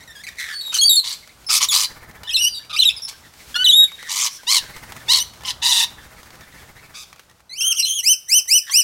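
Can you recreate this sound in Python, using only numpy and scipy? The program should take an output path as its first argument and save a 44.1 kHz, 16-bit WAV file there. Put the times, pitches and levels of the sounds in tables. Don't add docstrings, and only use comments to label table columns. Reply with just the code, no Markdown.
import sys
import numpy as np
from scipy import signal
from scipy.fft import rfft, irfft, next_fast_len
from scipy.io import wavfile
from scipy.ndimage import uniform_filter1d, minimum_filter1d, map_coordinates

SR = 44100
rng = np.random.default_rng(int(sys.argv[2]) if len(sys.argv) > 2 else 0)


def unload_audio(sound):
    columns = np.transpose(np.atleast_2d(sound))
    steps = np.round(np.clip(columns, -1, 1) * 32767)
    wavfile.write(sys.argv[1], SR, steps.astype(np.int16))


N = 389403
TIME = np.arange(N) / SR
TOP_HZ = 16000
FAR_DB = -25.5

# [t/s, rumble level/dB, rustle level/dB]
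STIR = [(0, -52, -52.5), (.7, -59, -49), (1.3, -54, -52), (2.1, -51, -55), (3.2, -55, -53), (3.5, -55, -44),
        (4.3, -65, -49.5), (4.9, -47.5, -47), (5.55, -48.5, -51), (6.9, -53.5, -53), (7.499, -59.5, -63.5),
        (8.8, -67.5, -58)]
# [f/Hz, level/dB]
RUMBLE_COLOUR = [(25, -47), (50, 1), (135, -6.5), (350, -17), (700, -14.5), (1500, -15), (3000, -63)]
RUSTLE_COLOUR = [(200, 8), (1000, 2), (1900, 6.5), (5500, 5), (15500, -3.5)]
# [start t/s, end t/s, pitch f/Hz, level/dB, slide/octaves]
CHIRPS = [(.005, .04, 1856, -48, .2), (.076, .125, 1790, -45, 0.037), (.152, .219, 1635, -45, 0.15),
          (.236, .255, 2000, -39.5, -0.16), (.369, .384, 1900, -46, -0.4),
          (1.686, 1.732, 3350, -18.5, -0.12)]
# [f/Hz, level/dB]
SOFT_THROAT = [(3000, 4), (5000, -1), (9000, -7.5), (15500, -17.5)]
# [f/Hz, level/dB]
WHISTLE_THROAT = [(2000, -10), (3000, 25), (4400, 14.5), (6000, 3.5), (7500, -5), (9000, -3), (11500, -5.5),
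                  (13000, -16.5), (15500, -20)]
# [t/s, peak level/dB]
TICKS = [(2.233, -23.5), (4.433, -29), (4.764, -24), (4.921, -21.5), (5.408, -29), (5.435, -23),
         (7.128, -27), (7.194, -28.5)]
# [f/Hz, level/dB]
TICK_COLOUR = [(120, -20), (1000, -2), (6000, -10.5), (15000, -19.5)]
# [start t/s, end t/s, pitch f/Hz, level/dB]
GROWLS = [(.267, .293, 2065, -35), (.384, .468, 1940, -32), (.47, .55, 1795, -36), (3.99, 4.094, 1910, -42),
          (7.6, 7.75, 1380, -53), (8.666, 8.707, 1790, -40)]
# [start t/s, end t/s, pitch f/Hz, level/dB]
WHISTLES = [(.525, .625, 4484, -35.5), (.61, .72, 3810, -34), (1.465, 1.5, 5230, -35),
            (2.417, 2.586, 4744, -36), (2.545, 2.588, 3840, -35.5), (2.964, 2.985, 5070, -34.5),
            (3.02, 3.059, 5400, -31)]
# [start t/s, end t/s, pitch f/Hz, level/dB, swell/dB, beak resonance f/Hz,
#             treble/dB per octave, rasp rate f/Hz, roughness]
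SCREECHES = [ (0.716, 0.785, 1408, -24.5, 1, 4800, 7, 115.7, 1.13),
             (1.031, 1.148, 1043, -31, -4, 4150, 7, 115.7, 0.99),
             (1.487, 1.584, 1215, -15.5, -1, 5100, 9.5, 101.1, .8),
             (1.601, 1.65, 1095, -16, -6, 3900, 6.5, 128.2, 1.06),
             (1.71, 1.854, 1122, -17, -6.5, 4590, 8.5, 95.4, 0.9),
             (3.075, 3.096, 1111, -31.5, 2, 4700, 13.5, 120, 0.8),
             (4.082, 4.279, 1114, -21.5, 5.5, 7040, 5.5, 103.9, .95),
             (4.288, 4.378, 1133, -42.5, 1, 5700, 12, 103, 0.6),
             (5.443, 5.511, 1005, -24.5, 4, 3500, 2.5, 168, 1.09),
             (5.617, 5.844, 950, -16, 0, 3760, 5, 170, 0.75),
             (6.937, 7.038, 1205, -41.5, -5, 4070, 4.5, 129.3, 0.66)]
# [f/Hz, level/dB]
SCREECH_THROAT = [(450, -19.5), (950, 0.5), (1600, -3), (2800, 5), (4400, 2.5), (5600, 3), (7500, -4.5),
                  (9500, -8.5), (11000, -11.5), (15500, -23)]
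# [overtones/dB, roughness, path of [t/s, pitch f/Hz, level/dB]]
SQUEALS = [ (0, 0.16, [(.744, 3150, -17.5), (.775, 2816, -27.5), (.81, 3296, -11), (.832, 3275, -13),
           (.897, 3867, 0), (.93, 3680, -12), (1.0, 3630, -10.5)]), (0.5, 0.17, [(2.292, 2760, -33),
           (2.322, 2510, -24), (2.34, 3080, -20.5), (2.378, 2600, -21.5), (2.41, 2935, -15.5),
           (2.45, 2825, -15.5), (2.486, 3017, -22)]), (-3.5, 0.5, [(2.762, 2360, -23), (2.79, 3110, -18.5),
           (2.888, 2435, -28), (2.911, 2655, -22.5)]), (-11.5, 0.036, [(3.642, 3190, -19),
           (3.69, 2920, -12.5), (3.718, 3190, -15), (3.738, 3570, -8.3), (3.758, 3760, -9.5),
           (3.841, 3796, -8.5), (3.849, 3480, -23)]), (8.5, .04, [(7.494, 1994, -44.5), (7.522, 2055, -38),
           (7.555, 2410, -33.5), (7.585, 3077, -22), (7.626, 3180, -14)]), (2, 0.11, [(7.607, 2648, -20),
           (7.655, 3118, -18), (7.713, 3200, -12.5), (7.73, 2650, -13.5)]), (5, 0.53, [(7.745, 2640, -36),
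           (7.773, 3260, -19), (7.79, 2774, -18.5), (7.83, 2766, -22.5), (7.888, 3244, -18.5)]),
           (2.5, 0.31, [(7.886, 3245, -25), (7.91, 3075, -17), (7.945, 3280, -26), (7.975, 3240, -20.5),
           (8.01, 2745, -23.5)])]
# [start t/s, end t/s, pitch f/Hz, level/dB, slide/octaves]
BREAKS = [(0.786, 0.813, 4375, -15, 0.062), (0.84, 0.894, 4637, -10.5, -0.01), (.966, 1, 4340, -12, -0.1),
          (2.292, 2.306, 3290, -23, .13), (2.343, 2.369, 4035, -13.5, -0.25),
          (2.79, 2.807, 4102, -11, 0.0091), (2.82, 2.835, 3460, -11, -0.28),
          (2.853, 2.892, 3780, -11, -.16), (3.643, 3.665, 3790, -11.5, -0.3),
          (3.69, 3.712, 3860, -8, -0.051), (7.827, 7.85, 4176, -16.5, -0.0012)]
# [start t/s, end t/s, wingbeat rate f/Hz, level/dB]
FLIGHTS = [(1.878, 2.245, 16.2, -45), (4.604, 5.065, 15.1, -42.5), (5.885, 6.983, 14.3, -49.5)]
# [f/Hz, level/dB]
WING_COLOUR = [(30, 2), (110, 6), (400, -6), (1300, -4), (2000, 0.5), (3000, -18), (15000, -19)]
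# [start t/s, end t/s, pitch f/Hz, level/dB, roughness]
CROAKS = [(2.235, 2.274, 984, -45, 0.24), (2.272, 2.316, 1837, -35.5, 0.4), (2.696, 2.717, 1276, -34, 0.65),
          (2.729, 2.758, 1225, -24.5, 0.54), (3.543, 3.567, 1700, -24, 0.1),
          (3.554, 3.636, 1475, -19, 0.01), (5.2, 5.227, 2984, -21, 0.13), (8.696, 8.704, 1080, -30.5, 0.65)]
# [start t/s, end t/s, pitch f/Hz, level/dB, swell/dB]
SQUAWKS = [(4.467, 4.591, 1112, -15, 1.5), (5.082, 5.202, 1078, -13, -8.5)]
SQUAWK_ROUGH = [(0.221, .1), (0.382, 0.9), (.72, .7), (.95, 0.4)]
# [t of the top/s, top pitch f/Hz, level at full effort/dB]
YELPS = [(8.115, 3117, -10), (8.371, 3116, -9), (8.564, 3056, -8), (8.793, 3016, -9.5)]
# [t from its top/s, share of the top pitch, effort level/dB]
YELP_SHAPE = [(-.092, .59, -27), (-.072, .67, -12.5), (-.06, .76, -14.5), (-.048, 0.807, -2.5),
              (-.022, .94, -0.5), (-.004, 0.99, -0.5), (0.01, .98, -0.5), (.021, .87, -6.5),
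              (0.033, 0.774, -16)]
# [f/Hz, level/dB]
YELP_THROAT = [(1800, -3.5), (3100, 0), (3900, -12.5), (5000, 12.5), (6100, 6.5), (7500, 0), (9200, 0),
               (12000, -6), (15500, -15)]
# [delay t/s, level/dB]
ECHOES = [(.0023, -17), (.0061, -17), (0.0098, -22.5)]
# [f/Hz, level/dB]
ECHO_COLOUR = [(300, -8.0), (2000, -5.5), (5500, -7.5), (9000, -10.5), (15000, -3)]


def undb(db):
    return 10 ** (np.asarray(db) / 20)


def unit(x):
    return x / np.sqrt(np.mean(x ** 2) + 1e-18)


def gain_at(hz, points):
    f, db = np.transpose(points)
    return undb(np.interp(np.log(np.maximum(hz, 1)), np.log(f), db))


def colour(x, points):
    size = next_fast_len(len(x))
    gains = gain_at(np.fft.rfftfreq(size, 1 / SR), points)
    return unit(irfft(rfft(x, size) * gains, size)[:len(x)])


def walk(count, rate):
    at = np.arange(count) * rate / SR
    return map_coordinates(rng.standard_normal(4096), [at], order=3, mode="wrap")


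def fade(count, attack, release):
    t = np.arange(count) / SR
    rise = np.sin(np.pi / 2 * np.clip(t / attack, 0, 1))
    fall = np.sin(np.pi / 2 * np.clip(t[::-1] / release, 0, 1))
    return rise * fall


def add(out, start, x):
    i = max(int(start * SR), 0)
    x = x[:max(N - i, 0)]
    out[i:i + len(x)] += x


def surroundings():
    s, low_db, high_db = np.transpose(STIR)
    rumble_db = np.interp(TIME, s, low_db) + 2 * walk(N, 13)
    rumble = colour(rng.standard_normal(N), RUMBLE_COLOUR) * undb(rumble_db)
    rustle_db = np.interp(TIME, s, high_db) + 2 * walk(N, 26)
    rustle = colour(rng.standard_normal(N), RUSTLE_COLOUR) * undb(rustle_db)
    return rumble + rustle


def bend(seconds, hz, slide, arch):
    u = np.linspace(-1, 1, int(max(seconds, .005) * SR))
    return hz * 2 ** (slide * u / 2 - arch * u ** 2)


def harmonics(hz, lag=0.25):
    k = np.arange(1, int(TOP_HZ / hz.min()) + 2)[:, None]
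    phase = k * 2 * np.pi * np.cumsum(hz) / SR - lag * k ** 2
    return k * hz, np.sqrt(2) * np.sin(phase) * (k * hz < TOP_HZ)


def syrinx(hz, db, over_db, rough, throat=WHISTLE_THROAT, jitter=0.065, trill=0.033, trill_hz=150,
           shimmer_db=4, waver=0.012, waver_db=2):
    n = len(hz)
    flutter = np.sin(2 * np.pi * np.cumsum(trill_hz * (1 + 0.092 * walk(n, 69.6))) / SR)
    shake = rough * (jitter * walk(n, 1394) + trill * flutter)
    slow_waver = waver * np.sqrt(abs(rough)) * walk(n, 103)
    f, waves = harmonics(hz * (1 + shake + slow_waver))
    overtones = unit((gain_at(f[1:], throat) * waves[1:]).sum(0) * undb(2 * walk(n, 88.2)))
    share = undb(over_db)
    tone = (waves[0] + share * overtones) / np.hypot(1, share)
    tremor_db = rough * shimmer_db * (flutter + walk(n, 400)) / 2 + waver_db * walk(n, 64.6)
    return undb(db) * tone * unit(undb(tremor_db)) * fade(n, 0.0018, 0.0011)


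def note(seconds, hz, db, slide, arch, over_db, rough, throat=WHISTLE_THROAT):
    return syrinx(bend(seconds + 0.0014, hz, slide, arch), db, over_db, rough, throat)


def chirp(seconds, hz, db, slide):
    return note(seconds, hz, db, slide, arch=-0.17, over_db=0, rough=0.026, throat=SOFT_THROAT)


def chatter(count=90, pitch_hz=1900, above_db=-1):
    out = np.zeros(N)
    s, _, stir_db = np.transpose(STIR)
    for i, (when, size, height, slide, arch) in enumerate(rng.uniform(-1, 1, (count, 5))):
        start = (i + when) / count * N / SR
        db = np.interp(start, s, stir_db) + above_db + 3 * size
        hz = pitch_hz * 2 ** (.35 * height)
        mutter = note(.025 + .012 * size, hz, db, .25 * slide, .12 * arch, over_db=-6.5, rough=0.84)
        add(out, start, mutter)
    return out


def ticks(ring_s=0.004, small_db=18, count=70):
    out, t = np.zeros(N), np.arange(1024) / SR
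    s, _, stir_db = np.transpose(STIR)
    taps = list(TICKS)
    for when, strength in rng.random((count, 2)):
        start = when * N / SR
        taps.append((start, np.interp(start, s, stir_db) + small_db + 12 * (strength - .5)))
    for start, db in taps:
        burst = rng.standard_normal(len(t)) * np.exp(-t / ring_s)
        tap = colour(np.roll(burst, 64), TICK_COLOUR)
        add(out, start - .001, undb(db) * tap / abs(tap).max())
    return out


def growl(seconds, hz, db):
    return note(seconds, hz, db, slide=-.14, arch=0, over_db=-4.5, rough=1.3, throat=SOFT_THROAT)


def whistle(seconds, hz, db):
    return note(seconds, hz, db, slide=-.06, arch=0.015, over_db=-12, rough=0.23)


def rasping_voice(hz, db, swell_db, beak_hz, tilt_db, rasp_hz, rough, jitter=.035, swing=0.11,
                  rasp_db=4.5, hiss_db=-16, beak_db=10, beak_width=0.093, open_s=0.055, fade_s=0.018):
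    n = len(hz)
    turn = 2 * np.pi * np.cumsum(rasp_hz * (1 + 0.189 * walk(n, 99.7))) / SR
    rasp_level = undb(rough * rasp_db * np.sin(turn) / 2)
    pitch_swing = swing * 105 / rasp_hz * np.cos(turn)
    shake = rough * (jitter * walk(n, 1100) + pitch_swing + 0.036 * walk(n, 70))
    _, waves = harmonics(hz * (1 + shake))
    partial_hz = np.median(hz) * np.arange(1, len(waves) + 1)
    beak_lift_db = beak_db / (1 + (np.log2(partial_hz / beak_hz) / beak_width) ** 2)
    treble_db = tilt_db * np.log2(np.clip(partial_hz / 3000, 1, 3.2))
    gains = undb(beak_lift_db + treble_db)
    flicker = undb(rough * 4.0 * np.array([walk(n, 112.5) for _ in waves]))
    buzz = unit(gains @ (waves * flicker))
    air = rng.standard_normal(n) * (1 + waves[0] / 2)
    voice = colour(buzz + rough * undb(hiss_db) * air, SCREECH_THROAT)
    body = signal.sosfiltfilt(signal.butter(2, 5500, fs=SR, output="sos"), voice)
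    treble = voice - body
    voice = body + treble * fade(n, open_s, open_s / 2) * rasp_level
    swell = undb(swell_db * np.linspace(0, 1, n))
    return undb(db) * unit(voice * rasp_level * swell) * fade(n, fade_s, fade_s)


def screech(seconds, hz, db, *voice):
    return rasping_voice(bend(seconds + 0.011, hz, slide=0, arch=.04), db, *voice)


def squeal(over_db, rough, path, flip_s=.003):
    s, hz, db = np.transpose(path)
    t = np.arange(s[0], s[-1], 1 / SR)
    broken = np.zeros(len(t))
    for start, end, *_ in BREAKS:
        broken += np.clip(np.minimum(t - start, end - t) / flip_s + .5, 0, 1)
    pitch = uniform_filter1d(np.interp(t, s, hz), size=300)
    return syrinx(pitch, np.interp(t, s, db), over_db, rough) * np.clip(1 - broken, 0, 1)


def upward_break(seconds, hz, db, slide):
    return note(seconds, hz, db, slide, arch=0.076, over_db=-16, rough=0.04)


def wings(depth_db=7):
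    out = np.zeros(N)
    for start, end, rate, db in FLIGHTS:
        n = int((end - start) * SR)
        stroke = -np.cos(2 * np.pi * np.cumsum(rate * (1 + .02 * walk(n, 10))) / SR)
        puffs = unit(colour(rng.standard_normal(n), WING_COLOUR) * undb(depth_db * stroke))
        add(out, start, undb(db) * puffs * fade(n, 0.0077, 0.095))
    return out


def croak(seconds, hz, db, rough):
    return note(seconds, hz, db, slide=0.11, arch=0.0107, over_db=8, rough=rough)


def squawk(seconds, top_hz, db, swell_db):
    hz = bend(seconds + .006, top_hz, slide=0.024, arch=0.33)
    rough = np.interp(np.linspace(0, 1, len(hz)), *np.transpose(SQUAWK_ROUGH))
    return rasping_voice(hz, db, swell_db, beak_hz=3830, tilt_db=6.5, rasp_hz=83.06, rough=rough,
                         swing=0.075, rasp_db=8, beak_db=15, beak_width=0.19, fade_s=0.024)


def yelp(top_hz, db, jitter=0.0053):
    s, share, effort_db = np.transpose(YELP_SHAPE)
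    t = np.arange(s[0], s[-1], 1 / SR)
    hz = top_hz * uniform_filter1d(np.interp(t, s, share), size=300)
    f, waves = harmonics(hz * (1 + jitter * walk(len(t), 900)))
    gains = gain_at(f, YELP_THROAT)
    voice = (gains * waves).sum(0) / np.sqrt((gains ** 2).sum(0))
    return voice * undb(db + np.interp(t, s, effort_db)) * fade(len(t), 0.013, 0.0049)


def voices():
    simple_calls = [(CHIRPS, chirp), (GROWLS, growl), (WHISTLES, whistle), (SCREECHES, screech),
                    (BREAKS, upward_break), (CROAKS, croak), (SQUAWKS, squawk)]
    for rows, make_call in simple_calls:
        for start, end, hz, db, *settings in rows:
            yield start, db, make_call(end - start, hz, db, *settings)
    for over_db, rough, path in SQUEALS:
        loudest_db = max(db for *_, db in path)
        yield path[0][0], loudest_db, squeal(over_db, rough, path)
    for top, hz, db in YELPS:
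        yield top + YELP_SHAPE[0][0], db, yelp(hz, db)


def calls():
    out = np.zeros((2, N))
    for start, db, sound in voices():
        add(out[int(db < FAR_DB)], start, sound)
    return out


def deck(x, t60=0.46, tail_db=-17, scatter_db=-6.5, scatter_s=0.019):
    t = np.arange(SR) / SR
    tail_noise = rng.standard_normal(SR) * undb(-60 * t / t60)
    tail = colour(tail_noise * np.clip(t / 0.022, 0, 1), ECHO_COLOUR)
    scatter = colour(rng.standard_normal(SR) * np.exp(-t / scatter_s) * (t > .003), ECHO_COLOUR)
    blur = undb(tail_db) * tail + undb(scatter_db) * scatter
    response = blur / np.sqrt(SR) * 0.83
    response[0] += 1
    for delay, db in ECHOES:
        response[int(delay * SR)] += undb(db)
    return signal.fftconvolve(x, response)[:N]


def scene():
    near, far = calls()
    near_sound = deck(near + ticks() + wings())
    far_sound = undb(3.0) * deck(far + chatter(), tail_db=-8.5, scatter_db=-3.5)
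    return (near_sound + far_sound + surroundings())[None]


def record(dry, ceiling=0.81):
    needed = ceiling / np.maximum(abs(dry), ceiling)
    gain = uniform_filter1d(minimum_filter1d(needed, size=400), size=400)
    low_pass = signal.ellip(10, .2, 80, TOP_HZ, fs=SR, output="sos")
    return signal.sosfilt(low_pass, dry * gain)


dry = scene()
out = record(dry)
unload_audio(out)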